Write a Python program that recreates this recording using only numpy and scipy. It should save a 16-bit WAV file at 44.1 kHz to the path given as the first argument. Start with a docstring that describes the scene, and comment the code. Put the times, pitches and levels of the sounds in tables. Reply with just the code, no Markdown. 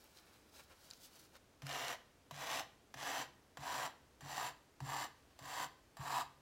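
"""A sleeve and glove rustle, with small clicks as a plastic hair pick is gripped.
Then the pick is drawn eight times through wet paint on a stretched canvas, in a small quiet room.
Each stroke lands with a tick and a soft canvas boom; the tines rasp over the weave and sometimes snag.
The strokes work toward the far end of the canvas, which shifts the weights of the resonances."""
import sys
import numpy as np
from scipy import signal
from scipy.fft import rfft, irfft, next_fast_len
from scipy.io import wavfile
from scipy.ndimage import map_coordinates

SR = 44100
rng = np.random.default_rng(int(sys.argv[2]) if len(sys.argv) > 2 else 0)


def persist_wave(psi):
    """Save psi, clipped to +-1, as 16-bit WAV."""
    counts = np.round(np.clip(psi, -1, 1) * 32767).astype(np.int16)
    wavfile.write(sys.argv[1], SR, np.atleast_2d(counts).T)


N = 282681
TIME = np.arange(N) / SR
FFT_SIZE = 2 * next_fast_len(N // 2 + SR // 2)
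HZ = np.maximum(np.arange(FFT_SIZE // 2 + 1) * SR / FFT_SIZE, 1)


# Strokes, levels relative per column: landing t/s, rest/s, pressure build/s, landing to lift/s,
# drag/dB, treble/dB, tick/dB, knock/dB, drum/dB, delay until the canvas gives/s
STROKES = [ (1.62, 0.017, 0.11, .308, -45, -3, -36.5, -51, -48.5, 0.0021),
           (2.31, 0.0022, 0.23, 0.29, -43, -2.5, -32.5, -61, -51, 0.007),
           (2.941, 0.0077, 0.13, 0.28, -43.5, -4, -33.5, -54, -51.5, 0.0083),
           (3.5715, 0.0056, 0.15, 0.29, -42.5, -8, -36, -31, -48, 0.0104),
           (4.208, 0.0017, 0.21, 0.27, -43, -7, -41.5, -41, -49, 0.012),
           (4.8034, 0.016, 0.12, .24, -43.5, -8.5, -40, -33.5, -41.5, .0039),
           (5.39, 0.0066, 0.2, 0.25, -43.5, -7, -39.5, -55, -54.5, 0.017),
           (5.969, 0.0098, 0.17, 0.24, -39.5, -12.6, -39.5, -48, -45.5, 0.02), ]

def stroke_gains(rest_pressure=0.11, press_exponent=0.91, light_touch_db=1.5,
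                 lift_fade_db_per_s=400, lift_dull_db_per_s=63):
    """Drag and treble gains: the pick rests, bears down, holds and lifts. A light touch is brighter."""
    drag, treble = np.zeros(N), np.ones(N)
    for land_s, rest_s, build_s, lift_s, drag_db, treble_db, *_ in STROKES:
        age = TIME - land_s
        pressure = np.maximum(np.clip((age - rest_s) / build_s, 0, 1) ** press_exponent, rest_pressure)
        lifted_s = np.maximum(age - lift_s, 0)
        drag += (age >= 0) * pressure * from_db(drag_db - lift_fade_db_per_s * lifted_s)
        tilt_db = treble_db + light_touch_db * (1 - pressure) - lift_dull_db_per_s * lifted_s
        treble = np.where(age >= 0, from_db(tilt_db), treble)
    return drag, treble


def rasp(drag, treble, gain_db, treble_db, chatter_db, chatter_per_s, crackle_db, split_hz):
    """Tines slip over the threads in uneven bunches; wet paint adds sparse bright crackles."""
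    friction = slips(per_s=3000, spread_db=1.0, hiss=0.49)
    chatter = rms_one(from_db(chatter_db * drift(chatter_per_s)))
    force = drag * friction * chatter
    lows = signal.sosfiltfilt(signal.butter(2, split_hz, fs=SR, output="sos"), force)
    highs = (force - lows) * treble * from_db(treble_db)
    paint_pops = slips(per_s=450, spread_db=4.5, hiss=0)
    crackle = rms_one(filtered(paint_pops, resonance(hz=4170, width_hz=4100)))
    return from_db(gain_db) * body(lows + highs) + from_db(crackle_db) * crackle * drag * treble


def landings(tick_gain_db, tick_s, knock_gain_db, knock_s, knock_cutoff_hz):
    """The tine tips tick almost together; the weight of the pick knocks on the canvas."""
    ticks = sum(from_db(db + tick_gain_db) * burst(at_s, tick_s) for at_s, *_, db, _, _, _ in STROKES)
    knocks = sum(from_db(db + knock_gain_db) * burst(at_s, knock_s) for at_s, *_, db, _, _ in STROKES)
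    dull_knocks = signal.lfilter(*signal.butter(2, knock_cutoff_hz, fs=SR), knocks)
    return body(ticks + dull_knocks)


# Pick-on-canvas resonances: f/Hz, width/Hz, near-end level/dB, middle level/dB, far-end level/dB
BODY_RESONANCES = [(299, 153, -12.5, -13.5, -17.5), (491, 214, -7.5, -14, -20), (676, 114, 4.5, -1.5, -7.5),
                   (771, 246, -12, -2.5, -5), (973, 159, -8.5, -3.5, 0), (1145, 180, -2.5, -4, -1.5),
                   (1580, 580, -22, -11.5, -18), (1890, 740, -6.5, -9, -12),
                   (3010, 1130, -11, -12.5, -13.5), (3900, 430, -20.5, -14.5, -10.5),
                   (4730, 1000, -39, -18, -11.5), (5910, 1320, -17, -16.5, -17.5),
                   (7380, 700, -87, -14.5, -8), (8900, 2250, -30, -32, -19.5),
                   (9870, 650, -26.5, -21.5, -41), (11200, 1000, -36, -28.5, -21),
                   (12200, 500, -25, -25, -39), (13600, 6400, -33.5, -29, -25.5),
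                   (14100, 1500, -31, -35, -19)]
# Contact point: t/s, place (0 near end, 1 middle, 2 far end)
PICK_PATH = [(1.9, 0.48), (2.5, 0.51), (3.1, 0.73), (3.7, 1.28), (4.4, 1.31), (5.0, 1.63), (5.55, 1.44),
             (6.1, 1.97)]

def body(force):
    """Pick and canvas ring with weights that follow the contact point."""
    table = np.array(BODY_RESONANCES)
    shapes = np.array([resonance(hz, width_hz) ** 2 for hz, width_hz in table[:, :2]])
    place = np.interp(TIME, *np.transpose(PICK_PATH))
    out = 0
    for zone, weights_db in enumerate(table[:, 2:].T):
        power = from_db(weights_db) ** 2 @ shapes
        share = np.maximum(1 - np.abs(place - zone), 0)
        out += filtered(force * share, np.sqrt(power / power.mean()))
    return out


# Membrane modes: f/Hz, relative level/dB, t60/s
CANVAS_MODES = [(69.5, -10.5, 0.17), (113, -2.5, 0.035), (138.1, -2.5, 0.28), (173.7, -8, 0.054),
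                (280.7, -12, 0.26)]

def canvas_drum(drag, push_s, settle_db, settle_s, rub_db, highpass_hz):
    """The canvas booms as the pick pushes in and settles unevenly; the drag keeps it humming."""
    force = from_db(rub_db) * drag * rng.standard_normal(N)
    for land_s, *_, drum_db, delay_s in STROKES:
        push = np.exp(-((TIME - land_s - delay_s) / push_s) ** 2)
        settling = from_db(settle_db) * burst(land_s + delay_s, settle_s)
        force += from_db(drum_db) * (2 * push / push.sum() + settling)
    boom = 0
    for k, (hz, db, t60_s) in enumerate(CANVAS_MODES):
        radius, angle = from_db(-60 / (t60_s * SR)), 2 * np.pi * hz / SR
        poles = [1, -2 * radius * np.cos(angle), radius ** 2]
        mode = signal.lfilter([0, np.sin(angle)], poles, force + 1e-18)
        boom += (-1) ** k * from_db(db) * mode   # opposed neighbours: swells over a few cycles
    # air slips round the open frame and cancels the lowest bass
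    return signal.sosfilt(signal.butter(2, highpass_hz, "high", fs=SR, output="sos"), boom)


# Tines catching and snapping free: t/s, peak level/dB, f/Hz, width/Hz
TINE_SNAGS = [(1.6675, -31.5, 3150, 7360), (1.6925, -36, 3000, 4866), (1.714, -35, 3300, 2000),
              (1.753, -42, 3000, 4500), (1.882, -33, 4000, 6000), (2.343, -44, 1800, 4000),
              (2.974, -44, 1210, 2000), (5.425, -57, 1500, 3000), (6.013, -45, 1000, 1200),
              (6.064, -40, 990, 1190)]
# Fingers gripping the pick: t/s, peak level/dB, f/Hz, width/Hz
GRIP_CLICKS = [(0.041, -48, 12800, 5940), (.172, -49.5, 4570, 3500), (0.1866, -48.5, 4230, 3460),
               (0.6082, -64, 1480, 3960), (.7015, -57, 1680, 2000), (0.9035, -45, 5900, 5500),
               (.9108, -35, 5040, 4750), (.935, -42, 4400, 3600), (1.3555, -44.5, 1800, 4000)]

def plastic_clicks(clicks, decay_s):
    """Each short contact rings one broad, steep-sided resonance of the plastic."""
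    out = 0
    for at_s, peak_db, hz, width_hz in clicks:
        b, a = signal.iirpeak(hz, hz / width_hz, fs=SR)
        contact = burst(at_s, decay_s) + 1e-18
        ring = signal.lfilter(b, a, signal.lfilter(b, a, contact))
        out += from_db(peak_db) * ring / np.abs(ring).max()
    return out


# Arm movements, levels relative: peak t/s, swell/s, fade/s, sleeve level/dB, glove level/dB
BRUSHES = [ (.02, .02, 0.046, -71, -69.5), (.185, 0.037, .025, -66, -69), (.365, 0.12, 0.012, -69.5, -77.5),
           (.565, 0.026, 0.042, -65, -61.5), (0.606, 0.0093, 0.0082, -57, -68),
           (.71, 0.013, 0.027, -63, -72), (.83, 0.046, 0.16, -70.5, -68.5),
           (1.035, 0.026, .036, -79, -60.5), (1.18, 0.059, 0.054, -69, -64), (1.359, 0.014, .012, -61, -68),
           (5.28, 0.12, 0.14, -74.5, -86), ]
# Sleeve rubbing spectrum: f/Hz, relative level/dB
SLEEVE_SPECTRUM = [(150, -43), (500, 0), (1500, -3), (4000, -9), (8000, -17.5), (16000, -24)]
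# Glove rubbing spectrum: f/Hz, relative level/dB
GLOVE_SPECTRUM = [(1500, -18.5), (3200, -6.5), (4900, -2.5), (6500, -6), (9000, -9), (13000, -10),
                  (16000, -11)]

def rustle(sleeve_gain_db, glove_gain_db, flutter_db, flutter_per_s, reach_end_s):
    """Soft sleeve and brighter glove brush in swells, over faint steady rubbing during the reach."""
    reach_db = [-77.5, -76.5]   # sleeve, glove
    power = np.outer(from_db(reach_db) ** 2, TIME < reach_end_s)
    for peak_s, swell_s, fade_s, *levels_db in BRUSHES:
        bell = np.exp(-((TIME - peak_s) / np.where(TIME < peak_s, swell_s, fade_s)) ** 2)
        power += np.outer(from_db(levels_db) ** 2, bell)
    materials = (sleeve_gain_db, SLEEVE_SPECTRUM), (glove_gain_db, GLOVE_SPECTRUM)
    out = 0
    for envelope, (gain_db, spectrum) in zip(np.sqrt(power), materials):
        grains = slips(per_s=2500, spread_db=2.5, hiss=0.79) * from_db(flutter_db * drift(flutter_per_s))
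        out += from_db(gain_db) * envelope * rms_one(filtered(grains, colour(spectrum)))
    return out


def near_echoes(x, echo_db, lag_spread, count=4):
    """Reflections off paint, hand and table ripple the spectrum; their lags wander at random."""
    out = x.copy()
    for lag_s in np.geomspace(0.0007, 0.0037, count):
        lag_samples = lag_s * SR * (1 + lag_spread * drift(per_s=2))
        out += from_db(echo_db) * map_coordinates(x, [np.arange(N) - lag_samples], order=3)
    return out / np.sqrt(1 + count * from_db(echo_db) ** 2)


# Room decay: f/Hz, t60/s, level/dB
REVERB_BANDS = [(150, 0.84, -9.5), (590, 0.44, -14), (1900, 0.48, -12.5), (3960, 0.41, -10.5),
                (7500, 0.48, -20)]

def reverb(x, predelay_s):
    """Diffuse reflections that last longest in the bass."""
    age = TIME[:SR * 3 // 4]
    log_centres = np.log([hz for hz, *_ in REVERB_BANDS])
    noise, response = rng.standard_normal(len(age)), 0
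    for (_, t60_s, db), selector in zip(REVERB_BANDS, np.eye(len(REVERB_BANDS))):
        tail = noise * from_db(-60 * age / t60_s) * (age > predelay_s)
        band = np.interp(np.log(HZ), log_centres, selector)
        response += from_db(db) * band * rfft(tail / np.linalg.norm(tail), FFT_SIZE)
    return irfft(rfft(x, FFT_SIZE) * response)[:N]


# Background noise spectrum: f/Hz, relative level/dB
ROOM_TONE_SPECTRUM = [(20, -16), (40, -8.5), (70, -0.5), (110, -7), (190, -9), (270, -7), (480, -10),
                      (900, -15), (1800, -19.5), (3500, -23.5), (6000, -25), (15800, -35)]

def room_tone(rms_db):
    """Steady, bass-heavy noise of the quiet room."""
    return from_db(rms_db) * rms_one(filtered(rng.standard_normal(N), colour(ROOM_TONE_SPECTRUM)))


def slips(per_s, spread_db, hiss):
    """Tiny random slips of uneven size over a smooth hiss; unit rms."""
    sizes = from_db(spread_db * np.minimum(rng.exponential(1, N), 4)) * rng.choice([-1, 1], N)
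    impulses = sizes * (rng.random(N) < per_s / SR)
    return rms_one(rms_one(impulses) + hiss * rng.standard_normal(N))


def burst(at_s, decay_s):
    """A decaying cluster of contacts; unit energy."""
    age, start, out = TIME[:SR // 5], int(at_s * SR), np.zeros(N)
    cluster = rng.standard_normal(len(age)) * np.exp(-age / decay_s)
    out[start:start + len(age)] = cluster / np.linalg.norm(cluster)
    return out


def drift(per_s):
    """Glides through `per_s` random values a second; unit spread."""
    return np.interp(TIME * per_s, np.arange(N), rng.standard_normal(N)) * np.sqrt(3 / 2)


def resonance(hz, width_hz):
    """Gain curve of a steep-sided resonance; unit peak."""
    return 1 / (1 + ((HZ ** 2 - hz ** 2) / (HZ * width_hz)) ** 2)


def colour(points):
    """Gain curve through (f/Hz, level/dB) points."""
    hz, db = np.transpose(points)
    return from_db(np.interp(np.log(HZ), np.log(hz), db))


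def filtered(x, gain):
    """Minimum-phase filter with the given gain curve."""
    cepstrum = irfft(np.log(gain + 1e-6))
    cepstrum[1:FFT_SIZE // 2] *= 2
    cepstrum[FFT_SIZE // 2 + 1:] = 0
    return irfft(rfft(x, FFT_SIZE) * np.exp(rfft(cepstrum)))[:N]


def from_db(db):
    """Decibels to gain."""
    return 10 ** (np.asarray(db) / 20)


def rms_one(x):
    """Scale to unit rms."""
    return x / np.sqrt(np.mean(x ** 2) + 1e-20)


def scene():
    """Strokes and handling in the room, over its steady tone; mono."""
    drag, treble = stroke_gains()
    close = rasp(drag, treble, gain_db=2.0, treble_db=4.0, chatter_db=-1.0, chatter_per_s=360,
                 crackle_db=-9.0, split_hz=2530)
    close += landings(tick_gain_db=11.5, tick_s=0.0047,
                      knock_gain_db=14.0, knock_s=0.0045, knock_cutoff_hz=1120)
    close += plastic_clicks(TINE_SNAGS, decay_s=0.0015) + plastic_clicks(GRIP_CLICKS, decay_s=0.0008)
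    close += rustle(sleeve_gain_db=-1, glove_gain_db=0.5, flutter_db=2.0, flutter_per_s=68.8,
                    reach_end_s=1.37)
    close = near_echoes(close, echo_db=-16, lag_spread=0.087)
    close += canvas_drum(drag, push_s=0.0016, settle_db=1.0, settle_s=0.047, rub_db=-46.5, highpass_hz=65)
    background = room_tone(rms_db=-68.5)
    return (close + reverb(close, predelay_s=0.0062) + background)[None]


def record(dry):
    """Steep low-pass on the top treble."""
    cutoff_hz = 15900
    return signal.sosfilt(signal.ellip(12, 0.1, 80, cutoff_hz, fs=SR, output="sos"), dry)


dry = scene()
out = record(dry)
persist_wave(out)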